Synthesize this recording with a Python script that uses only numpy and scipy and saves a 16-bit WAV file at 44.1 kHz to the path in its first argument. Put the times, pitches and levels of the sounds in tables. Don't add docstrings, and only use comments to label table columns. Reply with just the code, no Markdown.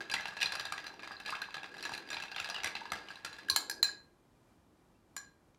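import sys
import numpy as np
from scipy import signal
from scipy.fft import rfft, irfft
from scipy.io import wavfile
from scipy.ndimage import uniform_filter1d

SR = 44100
rng = np.random.default_rng(int(sys.argv[2]) if len(sys.argv) > 2 else 0)


def amp(db):
    return 10 ** (np.asarray(db, float) / 20)


def write(x):
    x = np.atleast_2d(x).T
    wavfile.write(sys.argv[1], SR, np.round(np.clip(x, -1, 1) * 32767).astype(np.int16))


N = 246210
T = np.arange(N) / SR
SPLIT, SPLIT_DEPTH = 0.012, 0.5


def level(x, db):
    return x * amp(db) / np.sqrt(np.mean(x ** 2))


def colour(x, points):
    hz, db = np.transpose(points)
    f = np.maximum(np.arange(len(x) // 2 + 1) * SR / len(x), 1)
    return irfft(rfft(x) * amp(np.interp(np.log(f), np.log(hz), db)), len(x))


def band(x, lo_hz, hi_hz):
    return signal.sosfilt(signal.butter(3, [lo_hz, hi_hz], "bandpass", fs=SR, output="sos"), x)


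def add(out, s, sound):
    i = max(int(s * SR), 0)
    out[i:i + len(sound)] += sound[:len(out) - i]


def decay(t, t60):
    return np.exp(-np.log(1000) * t / t60)


def glide_tone(hz):
    return np.sin(2 * np.pi * np.cumsum(hz) / SR)


def ring(modes, scatter_db, detune, chance, size=4000):
    hz, db, t60 = np.array(modes, float).T[:, :, None]
    t = T[:size]
    shift, strength = chance[:2 * len(modes)].reshape(2, -1, 1)
    waves = np.sin(2 * np.pi * hz * (1 + detune * shift) * t) * decay(t, t60)
    throb = np.sin(2 * np.pi * SPLIT * hz * (1 + 0.15 * strength) * t + 2 * shift)
    waves = waves * (1 + SPLIT_DEPTH * throb)
    return (amp(db + scatter_db * strength) * waves).sum(axis=0)


def crack(decay_s):
    return rng.standard_normal(4000) * np.exp(-T[:4000] / decay_s)


# (f/Hz, level/dB)
AIR_SPECTRUM = [(18, -39.5), (30, -5), (345, -7), (426, -13), (988, -16.5), (2400, -29), (12000, -37.5),
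                (16000, -49)]


def air():
    steps = np.repeat(rng.standard_normal(N // 4000 + 1), 4000)[:N]
    drift_db = 1.1 * uniform_filter1d(steps, size=4000)
    hush = level(colour(rng.standard_normal(N), AIR_SPECTRUM), -66.5)
    whir = amp(-2) * band(hush, 2250, 2500)
    return (hush + whir) * amp(drift_db)


# (t/s, peak level/dB)
BUMPS = [(0.299, -69), (0.706, -61), (0.839, -65), (1.398, -76), (1.912, -53), (2.139, -58), (2.4, -53),
         (2.639, -49.5), (2.919, -53.5), (2.999, -62), (3.515, -51), (3.83, -56), (4.579, -66),
         (5.109, -66)]


def bumps():
    out = np.zeros(N)
    modes = [(46.3, -11.5, 0.05), (84.2, -3, 0.096), (149.5, -15, 0.15)]  # (f/Hz, level/dB, t60/s)
    swell = np.minimum(T[:4000] / 0.014, 1)
    for s, db in BUMPS:
        thump = ring(modes, 1.1, 0.08, rng.standard_normal(6))
        add(out, s, amp(db + 11.0) * thump * swell)
    return out


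# (f/Hz, t60/s)
ROOM_T60 = [(300, 0.55), (2000, 0.35), (6000, 0.28), (15000, 0.16)]
# (delay t/s, level/dB)
ECHOES = [(.0023, -22.5), (.0065, -17), (0.013, -13.5), (0.027, -25)]


def room(x):
    t, tail = T[:20000], 0
    hz, t60 = np.transpose(ROOM_T60)
    for f in 180 * 2 ** np.arange(0, 6.6, 0.5):
        hiss = band(rng.standard_normal(len(t)), f / 1.19, f * 1.19)
        tail = tail + hiss * decay(t, np.interp(np.log(f), np.log(hz), t60))
    tail = tail * np.clip((t - 0.005) / 0.008, 0, 1)
    tail = amp(-10.5) * tail / np.sqrt(np.sum(tail ** 2))
    tail[0] = 1
    for late, db in ECHOES:
        tail[int(late * SR)] += amp(db)
    return signal.fftconvolve(x, tail)[:N]


# (t/s, low ring level/dB)
NUDGES = [(0.1175, -27.5), (0.147, -31), (0.2024, -37), (0.2563, -27.5), (0.279, -31), (0.404, -32),
          (0.555, -33), (0.9935, -39.5), (1.0324, -33), (1.0746, -52), (1.117, -31.5), (1.2792, -33),
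          (1.3234, -30), (1.428, -51), (1.6304, -49), (1.741, -35), (1.787, -39), (2.113, -32.5),
          (2.1358, -32.5), (2.201, -30.5), (2.3893, -37), (2.9328, -25), (3.3873, -36)]


def nudges():
    return [(s, db, db - 28, db - 20.5, db - 20.5, db - 24, 0) for s, db in NUDGES]


# (t/s, cube level/dB, click level/dB, sharpness/dB: small cubes ring high, big ones thud)
CUBES = [(.1966, -31.5, -59, -4), (0.2075, -36, -46, -3), (.2559, -35, -62, 2), (.6085, -34, -48, 2),
         (.9928, -40.5, -71, -6), (1.0317, -36.5, -74, -5.5), (1.0742, -35.5, -50, -5.5),
         (1.1084, -49.5, -66, -18.5), (1.2005, -36.5, -50, -3), (1.2799, -35.5, -68, 0),
         (1.2901, -33.5, -76, -7), (1.3521, -34, -48.5, -4.5), (1.6315, -37.5, -53.5, -5),
         (1.6413, -35, -71, -0.5), (1.767, -40.5, -54, -2.5), (1.9184, -33.5, -50, -5.5),
         (1.949, -33.5, -44, 2), (2.1674, -30.5, -70, 5.5), (2.2359, -36, -50, 0), (2.3802, -37, -68, 11),
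         (2.3994, -29.5, -38, -2.5), (2.4245, -46, -53, 14), (2.4884, -34, -43, 1), (2.602, -42.5, -63, 13),
         (2.673, -37.5, -39.5, 8), (2.7656, -38.5, -78, 13), (2.854, -38.5, -70, 0),
         (2.919, -25, -32, -6.5), (0.4133, -31.5, -41, 13)]


def cube_hits():
    return [(s, db - 23, db, db - 46, db - 46, click, sharp) for s, db, click, sharp in CUBES]


# (t/s, cube level/dB, high rings level/dB, height 0 at waist to 1 near lip)
PINCHES = [(0.098, -32, -34.5, 0.22), (0.1145, -40, -25.5, 0.55), (0.2812, -51, -37.5, 0.27),
           (0.3672, -35, -39, 0.14), (.4107, -53, -33, 0.55), (0.5522, -39, -26, 0.6),
           (.653, -36, -29.5, 0.39), (0.8414, -38.5, -42, 0.71), (0.8666, -36.5, -34.5, 0.47),
           (1.3034, -37, -29, 0.69), (1.4172, -34.5, -29.5, 0.17), (1.781, -51, -39.5, 0.052),
           (1.826, -53, -31, 0.42), (1.838, -39, -39, 0), (1.9287, -41, -38, 0.74),
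           (1.9363, -55, -31, 0.52), (1.977, -40, -33, 0.2), (2.116, -49, -36.5, 1), (2.1299, -35, -33, 0),
           (2.1435, -35, -35, 0), (2.2229, -41, -34, 0.39), (2.3617, -31.5, -35, 0.36),
           (2.4579, -35.5, -50, 0.79), (2.4989, -30, -29, 0.57), (2.544, -32, -37, 0.6),
           (2.5624, -32.5, -42, 0.72), (3.156, -45.5, -45, 0.078), (3.256, -44, -33.5, 0.46),
           (3.3285, -45, -40, 0.3), (3.3848, -44, -40.5, 0.75)]


def pinches():
    rows = []
    for s, ice, high, up in PINCHES:
        mid_db, upper_db = 20 * np.log10(np.clip([1 - up, up], 0.05, 1))
        rows.append((s, high - 20, ice, high + mid_db, high + upper_db, high - 10.5, -1.5))
    return rows


# (t/s, then level/dB of low ring, cube, high rings, click)
BLOWS = [(.0055, -30, -47, -42.5, -72), (0.1387, -25.5, -23.5, -24.5, -31), (0.4178, -54, -27, -36, -36.5),
         (.428, -35, -24.5, -25, -30.5), (.458, -32.5, -42, -25.5, -40), (0.521, -27.5, -32.5, -30, -38.5),
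         (0.596, -25.5, -50, -33.5, -42), (0.722, -43, -26, -50.5, -37), (0.7784, -41, -31, -43, -52),
         (1.2605, -34, -37.5, -32.5, -44.5), (1.542, -31.5, -33, -37.5, -52),
         (1.5673, -32.5, -38.5, -52, -52), (1.8516, -26, -31.5, -36, -42.5), (1.8923, -45, -36, -65, -50),
         (2.1029, -36, -35.5, -42, -40), (2.3156, -35.5, -43, -40.5, -60), (2.4443, -32, -35, -31.5, -45),
         (2.5834, -39, -35.5, -45, -64), (2.6337, -35, -35, -41, -40.5),
         (2.644, -34.5, -23.5, -44.5, -29.5), (2.659, -39, -40, -34, -50), (2.752, -40, -28, -35, -48),
         (3.1036, -32, -47, -57, -54), (3.2475, -37, -33.5, -31.5, -35)]


def blows():
    return [(s, low, ice, high, high - 5.5, click, 0.38 * (high - low))
            for s, low, ice, high, click in BLOWS]


def contacts():
    return blows() + pinches() + cube_hits() + nudges()


def jostle():
    push = np.zeros(N)
    for s, *db, _ in contacts():
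        push[int(s * SR)] += np.sum(amp(np.array(db)) ** 2)
    settle = np.exp(-T[:12000] / 0.01) + amp(-30.0) * np.exp(-T[:12000] / 0.058)
    return np.abs(signal.fftconvolve(push, settle)[:N]) ** 0.37


def fizz():
    per_s, length_s = 70, 0.01
    out, t = np.zeros(N), T[:int(length_s * SR)]
    swell = np.sin(np.pi * (t / length_s) ** 0.3)
    for when, size, glide, db in rng.random((int(per_s * N / SR), 4)):
        start_hz = 813 * 2 ** (2.5 * size)
        hz = start_hz * (1 + (0.5 * glide - 0.12) * t / length_s)
        add(out, when * T[-1], amp(-14 * db) * glide_tone(hz) * swell)
    return amp(-21) * jostle() * out


# (t/s, peak level/dB, start f/Hz, end f/Hz, length t/s)
BUBBLES = [
    (0.164, -31, 1930, 2050, 0.0064),
    (1.325, -32.5, 1003, 1490, 0.019),
    (1.348, -38.5, 1780, 3220, 0.0068),
    (1.418, -36, 1410, 1830, 0.0139),
    (1.438, -44, 2230, 3600, 0.007),
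    (2.553, -35, 3010, 2740, 0.021),
    (4.948, -76, 2630, 2750, 0.02),
]


def bubbles():
    out = np.zeros(N)
    for s, db, start_hz, end_hz, length in BUBBLES:
        t = T[:int(1.5 * length * SR)]
        hz = start_hz * (end_hz / start_hz) ** (t / length)
        add(out, s, amp(db) * glide_tone(hz) * np.sin(np.pi * (t / t[-1]) ** 0.41))
    return out


# (t/s, peak level/dB, f/Hz)
GULPS = [(0.104, -40, 1360), (0.138, -30, 835), (0.254, -31, 810), (0.28, -46, 923), (0.367, -41, 840),
         (0.417, -42, 845), (0.425, -33, 930), (0.506, -40, 895), (0.553, -42, 790), (0.609, -33, 794),
         (0.722, -22, 1220), (0.778, -32, 907), (0.938, -35.5, 880), (1.108, -33, 776), (1.279, -45, 1210),
         (1.291, -39, 915), (1.325, -21.5, 1155), (1.418, -37, 1400), (1.543, -37, 1300),
         (1.631, -38, 1300), (1.807, -43, 1370), (1.85, -32, 1080), (1.892, -39, 1220), (1.919, -26.5, 857),
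         (2.167, -28.5, 877), (2.366, -36, 813), (2.398, -25, 1410), (2.444, -45, 902), (2.49, -30, 700),
         (2.63, -36, 1240), (2.644, -38, 786), (2.753, -35.5, 790), (2.855, -27.5, 960), (2.919, -21, 1230),
         (3.249, -27.5, 1360), (3.384, -48, 1410)]


def gulps():
    out, t = np.zeros(N), T[:SR // 6]
    for s, db, hz in GULPS:
        tone = np.sin(2 * np.pi * hz * t * (1 + 2.56 * t))
        add(out, s, amp(db - 5) * tone * decay(t, 21 / hz) * np.minimum(t / 0.0012, 1))
    return out


# (t/s, slosh level/dB)
SWIRL = [(0, -48), (.12, -63), (.5, -71), (1.0, -56.5), (1.4, -75), (1.749, -55.5), (2.15, -54.5),
         (2.35, -72), (3.0, -55.5), (3.25, -73), (3.5, -54.5), (3.75, -53), (3.95, -59.5), (4.1, -91)]
# (f/Hz, level/dB)
GRIT_SPECTRUM = [(180, -54), (300, -13.5), (1480, -5), (1640, -0.5), (2250, -7), (4090, -10), (11100, -31),
                 (16000, -39)]
# (f/Hz, level/dB, t60/s)
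LOW_RING = [(1622, -5, 0.045), (1657, -3, 0.075)]
MID_RING = [(4086, 0, 0.034), (4070, -4, 0.08), (4352, -5, 0.026)]
UPPER_RING = [(4807, -2.5, 0.06), (4910, -8.5, 0.054)]
ICE_BODY = [(2050, -7, 0.017), (2480, -0.5, 0.019), (2648, 1.5, 0.033), (3080, -8.5, 0.016),
            (3634, -8.5, 0.053)]
ICE_THUD = [(200.3, -10.5, 0.042), (795, -13, 0.019), (877, 6, 0.014), (1070, -1.5, 0.01),
            (1288, 0.5, 0.013)]


def chatter():
    when, how_big, sign, when_grit = rng.random((4, N))
    size = amp(np.minimum(-3.5 * np.log(1 - how_big), 12)) * np.sign(sign - 0.5)
    ticks = (when < 350 / SR) * size
    families = [(LOW_RING, 0), (MID_RING, -10.5), (UPPER_RING, -12.5), (ICE_BODY, -7.5), (ICE_THUD, -8.5)]
    glass = 0
    for k, (family, db) in enumerate(families):
        own_ticks = np.roll(ticks, 9973 * k)
        murmur = signal.fftconvolve(own_ticks, ring(family, 0, 0, np.zeros(12)))[:N]
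        glass = glass + level(murmur, db)
    grains = (when_grit < 380 / SR) * abs(size)
    bursts = signal.fftconvolve(grains, np.exp(-T[:800] / 0.0018))[:N]
    grit = level(colour(bursts * rng.standard_normal(N), GRIT_SPECTRUM), -2.2)
    slosh = colour(rng.standard_normal(N), [(80, -19.5), (180, -3.0), (330, 9.0), (550, 1.0), (900, -8.0),
                                            (1300, -26.5), (2600, -76.5)])
    s, slosh_db = np.transpose(SWIRL)
    swirl = amp(np.interp(T, s, slosh_db, right=-120))
    return amp(-19.0) * jostle() * (glass + grit) + swirl * level(slosh, 0.29)


# (t/s, peak level/dB, f/Hz)
CUBE_PINGS = [(0.0982, -35, 3100), (0.1136, -31, 2430), (0.1386, -23, 2640), (0.1665, -28.5, 1930),
              (0.185, -27, 2090), (0.2548, -32, 2720), (0.3676, -38, 2620), (0.388, -36, 2670),
              (0.4118, -27, 3400), (0.4194, -20, 2610), (0.4584, -26, 3390), (0.5222, -31, 2500),
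              (0.5531, -31, 2720), (0.595, -29, 3730), (0.6404, -39, 1870), (0.6529, -27.5, 3660),
              (0.7228, -34, 2380), (0.7791, -30, 1950), (0.841, -42, 2680), (0.8679, -39, 2650),
              (0.9926, -47, 2380), (1.0326, -37, 2400), (1.075, -39, 2040), (1.1997, -38, 3650),
              (1.258, -33, 2470), (1.2605, -32, 3900), (1.295, -28.5, 2650), (1.3244, -37, 2110),
              (1.3523, -28, 2690), (1.4177, -33, 2570), (1.5065, -39, 2590), (1.5434, -33, 3200),
              (1.6327, -33, 2690), (1.8382, -31, 2580), (1.8522, -30, 2730), (1.9185, -38, 2490),
              (1.936, -30, 2710), (2.0752, -51, 3260), (2.1291, -42, 1940), (2.1291, -28, 2500),
              (2.1685, -25, 2440), (2.2817, -35, 2630), (2.3201, -36, 2730), (2.3466, -33, 3210),
              (2.3615, -39, 3470), (2.383, -28, 2800), (2.3999, -26, 2670), (2.4443, -32, 2630),
              (2.4977, -45, 2660), (2.5451, -31, 2820), (2.6434, -36, 2500), (2.6434, -23, 2050),
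              (2.7526, -31, 2640), (2.8539, -49, 2060), (2.9193, -29, 2100), (3.1577, -36, 3920),
              (3.247, -46, 2520), (3.3842, -48, 2438)]


def cube_pings():
    out, t = np.zeros(N), T[:SR // 6]
    snap = band(1. * (t == 0), 900, 7000)
    snap = amp(-14) * snap / abs(snap).max()
    for s, db, hz in CUBE_PINGS:
        tone = np.sin(2 * np.pi * hz * t) * decay(t, 72 / hz) * np.minimum(t / 0.00048, 1)
        add(out, s, amp(db - 3.5) * (tone + snap))
    return out


# (t/s, peak level/dB)
TOUCHES = [(0.3887, -40), (0.403, -27), (0.939, -40), (1.0228, -39), (1.25, -36.5), (1.3896, -44),
           (1.506, -38), (1.807, -33), (2.074, -37), (2.088, -31), (2.3452, -38), (2.8066, -34),
           (2.9022, -41), (3.0853, -32), (3.4233, -53)]
# (f/Hz, level/dB, t60/s)
TOP_RING = [(5782, 8.5, 0.035), (7090, 1.5, 0.035), (8420, 2, 0.017), (10900, -21, 0.016)]


def knocks():
    deep, dull, bright, rings = np.zeros((4, N))
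    rise = np.minimum(T[:4000] / 0.00099, 1)
    light = [(s, db - 6, db - 8.5, db - 26, db - 13.5, db - 21.0, 0) for s, db in TOUCHES]
    for s, low_db, ice_db, mid_db, upper_db, click_db, sharp_db in contacts() + light:
        c = rng.standard_normal((6, 12))
        burst = crack(0.0028) * rise
        add(deep, s, amp(ice_db - sharp_db) * burst)
        add(dull, s, amp(ice_db + sharp_db / 2) * burst)
        add(bright, s, amp(click_db) * burst)
        glass = amp(low_db - 7.0) * ring(LOW_RING, 2.6, 0.007, c[0])
        glass += amp(mid_db - 5.5) * ring(MID_RING, 3.4, 0.019, c[1] * 0.7)
        glass += amp(upper_db - 3.5) * ring(UPPER_RING, 2.54, 0.01, c[2])
        glass += amp(click_db - 13) * ring(TOP_RING, 4.6, 0.022, c[3])
        ice = amp(sharp_db / 2 - 11.5) * ring(ICE_BODY, 5.5, 0.054, c[4])
        ice += amp(-15.0 - sharp_db) * ring(ICE_THUD, 4.1, 0.037, c[5])
        add(rings, s, rise * (glass + amp(ice_db) * ice))
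    thud = band(deep, 710, 1750) + band(dull, 1560, 4020)
    return rings + amp(8.5) * thud + amp(3.0) * band(bright, 5100, 11700)


# (t/s, level/dB, f/Hz, t60/s)
SINGLE_TONES = [(3.486, -31.5, 1640, 0.06), (3.484, -36.5, 3000, 0.0096), (3.486, -42, 3900, 0.015),
                (3.512, -33, 4200, 0.027), (3.528, -34, 4300, 0.028), (3.531, -39.5, 1090, 0.028),
                (3.569, -24.5, 4150, 0.054), (3.57, -39.5, 1660, .03), (3.584, -37, 4600, 0.034),
                (3.499, -31, 1070, .045), (3.712, -36, 4270, 0.11), (3.712, -36.5, 5000, 0.056),
                (3.712, -40, 11270, 0.038), (3.698, -36, 7350, 0.08), (3.83, -37.5, 8070, 0.05),
                (3.829, -32.5, 1900, 0.032), (3.842, -28, 7180, 0.031), (3.843, -27.5, 4111, 0.058),
                (3.853, -29, 4105, 0.12), (3.895, -42.5, 7180, 0.11), (5.197, -51, 1664, 0.22),
                (3.89, -38, 1650, 0.22), (3.843, -38.5, 2520, 0.059), (3.866, -45, 4890, 0.16),
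                (5.166, -36.5, 1090, 0.014), (5.166, -43, 803, 0.012), (5.176, -50, 5750, .12),
                (5.17, -49, 1618, .28), (5.178, -51, 5950, .1), (5.168, -41.5, 7074, .13),
                (5.175, -44.5, 4102, 0.15), (5.176, -51, 5300, .04), (5.166, -52, 6050, .05),
                (3.829, -33, 1050, 0.02), (3.829, -39, 9030, 0.071), (3.843, -37.5, 5500, .05),
                (.4205, -22, 2900, 0.017), (.43, -19, 2500, .02), (.272, -38, 2700, .025), (.568, -38, 2650, .03),
                (2.815, -37.5, 900, .05), (2.902, -41, 4100, .03), (2.662, -32, 2050, .025),
                (2.675, -32, 2300, .02), (3.262, -38.5, 1380, 0.034), (1.167, -39, 4100, 0.03),
                (3.793, -52, 1650, .05), (.459, -28, 4100, .03), (2.283, -39, 3700, 0.01),
                (1.487, -34, 1000, 0.0095)]


def single_tones():
    out, t = np.zeros(N), T[:SR // 6]
    for s, db, hz, t60 in SINGLE_TONES:
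        throb = 1 + SPLIT_DEPTH * np.cos(2 * np.pi * SPLIT * hz * t)
        tone = np.sin(2 * np.pi * hz * t) * decay(t, t60) * np.minimum(t / 0.0012, 1)
        add(out, s, amp(db) * tone * throb)
    return out


# (t/s, peak level/dB, tick level/dB)
TAPS = [
    [(3.4985, -18.5, -21)],
    [(3.529, -62.5, -42), (3.561, -20, -12)],
    [(3.4845, -47, -43), (3.697, -25.5, -23), (3.712, -40.5, -34)],
    [(3.828, -9.5, -19)],
    [(5.165, -35.5, -28)],
]
# (f/Hz, t60/s, level/dB at
TAP_MODES = [(1089, 0.043, -11, -10.5, -35.5, -31.5, -24), (1620, 0.12, -21, -16, -11, -17.5, -10.5),
             (1664, 0.15, -20.5, -15, -12, -17.5, -9), (2426, 0.036, -20.5, -19, -22, -24.5, -33),
             (2985, 0.039, -22, -12.5, -23, -26.5, -27), (4081, 0.022, -1.5, -2, -13, -11, -26),
             (4103, 0.044, -2, -3, -18, -3.5, -33), (4165, .11, -24.5, -22.5, -17.5, -20.5, -13.5),
             (4226, .03, 0.5, -1.5, -15, -18.5, -33), (4570, 0.028, -6, -4, -16, -21, -21),
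             (4870, 0.05, -10.5, -14.5, -8.5, -22.5, -10), (5790, 0.055, -18, -20, -15, -26.5, -16),
             (5940, 0.036, -11.5, -16.5, -18.5, -27, -16), (6350, 0.034, -19, -17, -18, -17.5, -21),
             (7150, 0.038, -21, -16.5, -20, -14, 4), (7350, 0.11, -18.5, -8.5, -15.5, -24.5, -13),
         (9080, 0.043, -14.5, -16, -19, -30, -32), (8560, .03, -15.5, -21, -25, -28.5, -26),
         (10900, 0.025, -12, -7.5, -21, -34.5, -9), (11260, 0.03, -10, -15, -15, -24, -15),
         (12800, .03, -22, -24.5, -17, -33.5, -29), (14500, .03, -29.5, -24, -16, -41.5, -33),
         (15360, .03, -25, -15, -34, -20.5, -28)]
BLOOM_S = [.001, 0.00099, 0.0011, 0.026, 0.0033]
# (t/s, level/dB)
SPOON_TICK = [
    (5.546, -51),
]


def taps():
    out, t = np.zeros(N), T[:SR // 4]
    for place, hits in enumerate(TAPS):
        modes = [(hz, db[place], t60) for hz, t60, *db in TAP_MODES]
        bloom = np.minimum(t / BLOOM_S[place], 1)
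        for s, db, tick_db in hits:
            c = rng.standard_normal((2, 2 * len(modes)))
            low = ring(modes[:3], 0.56, 0.0011, c[0], size=len(t)) * bloom
            high = ring(modes[3:], 0.6, 0.0012, c[1], size=len(t))
            hit = amp(db) * (low + high)
            tick = crack(0.0022)
            hit[:len(tick)] += amp(tick_db) * band(tick, 700, 12000)
            add(out, s, hit * np.minimum(t / 0.0012, 1))
    for s, db in SPOON_TICK:
        add(out, s, amp(db) * band(crack(0.002), 1300, 5200))
    return out


def scene():
    strikes = knocks() + taps() + bubbles() + cube_pings() + gulps() + single_tones()
    at_glass = amp(-1.5) * strikes + amp(-5.5) * chatter() + fizz()
    return (room(at_glass) + bumps() + air())[None]


def roll_off(x):
    return signal.sosfilt(signal.butter(12, 16670, fs=SR, output="sos"), x)


def record(dry):
    squash = 2.0
    rounded = np.tanh(squash * dry) / squash
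    no_rumble = signal.sosfilt(signal.butter(2, 40, "highpass", fs=SR, output="sos"), rounded)
    mix = signal.sosfilt(signal.ellip(8, 0.2, 70, 15900, fs=SR, output="sos"), no_rumble)
    return roll_off(mix)


dry = scene()
out = record(dry)
write(out)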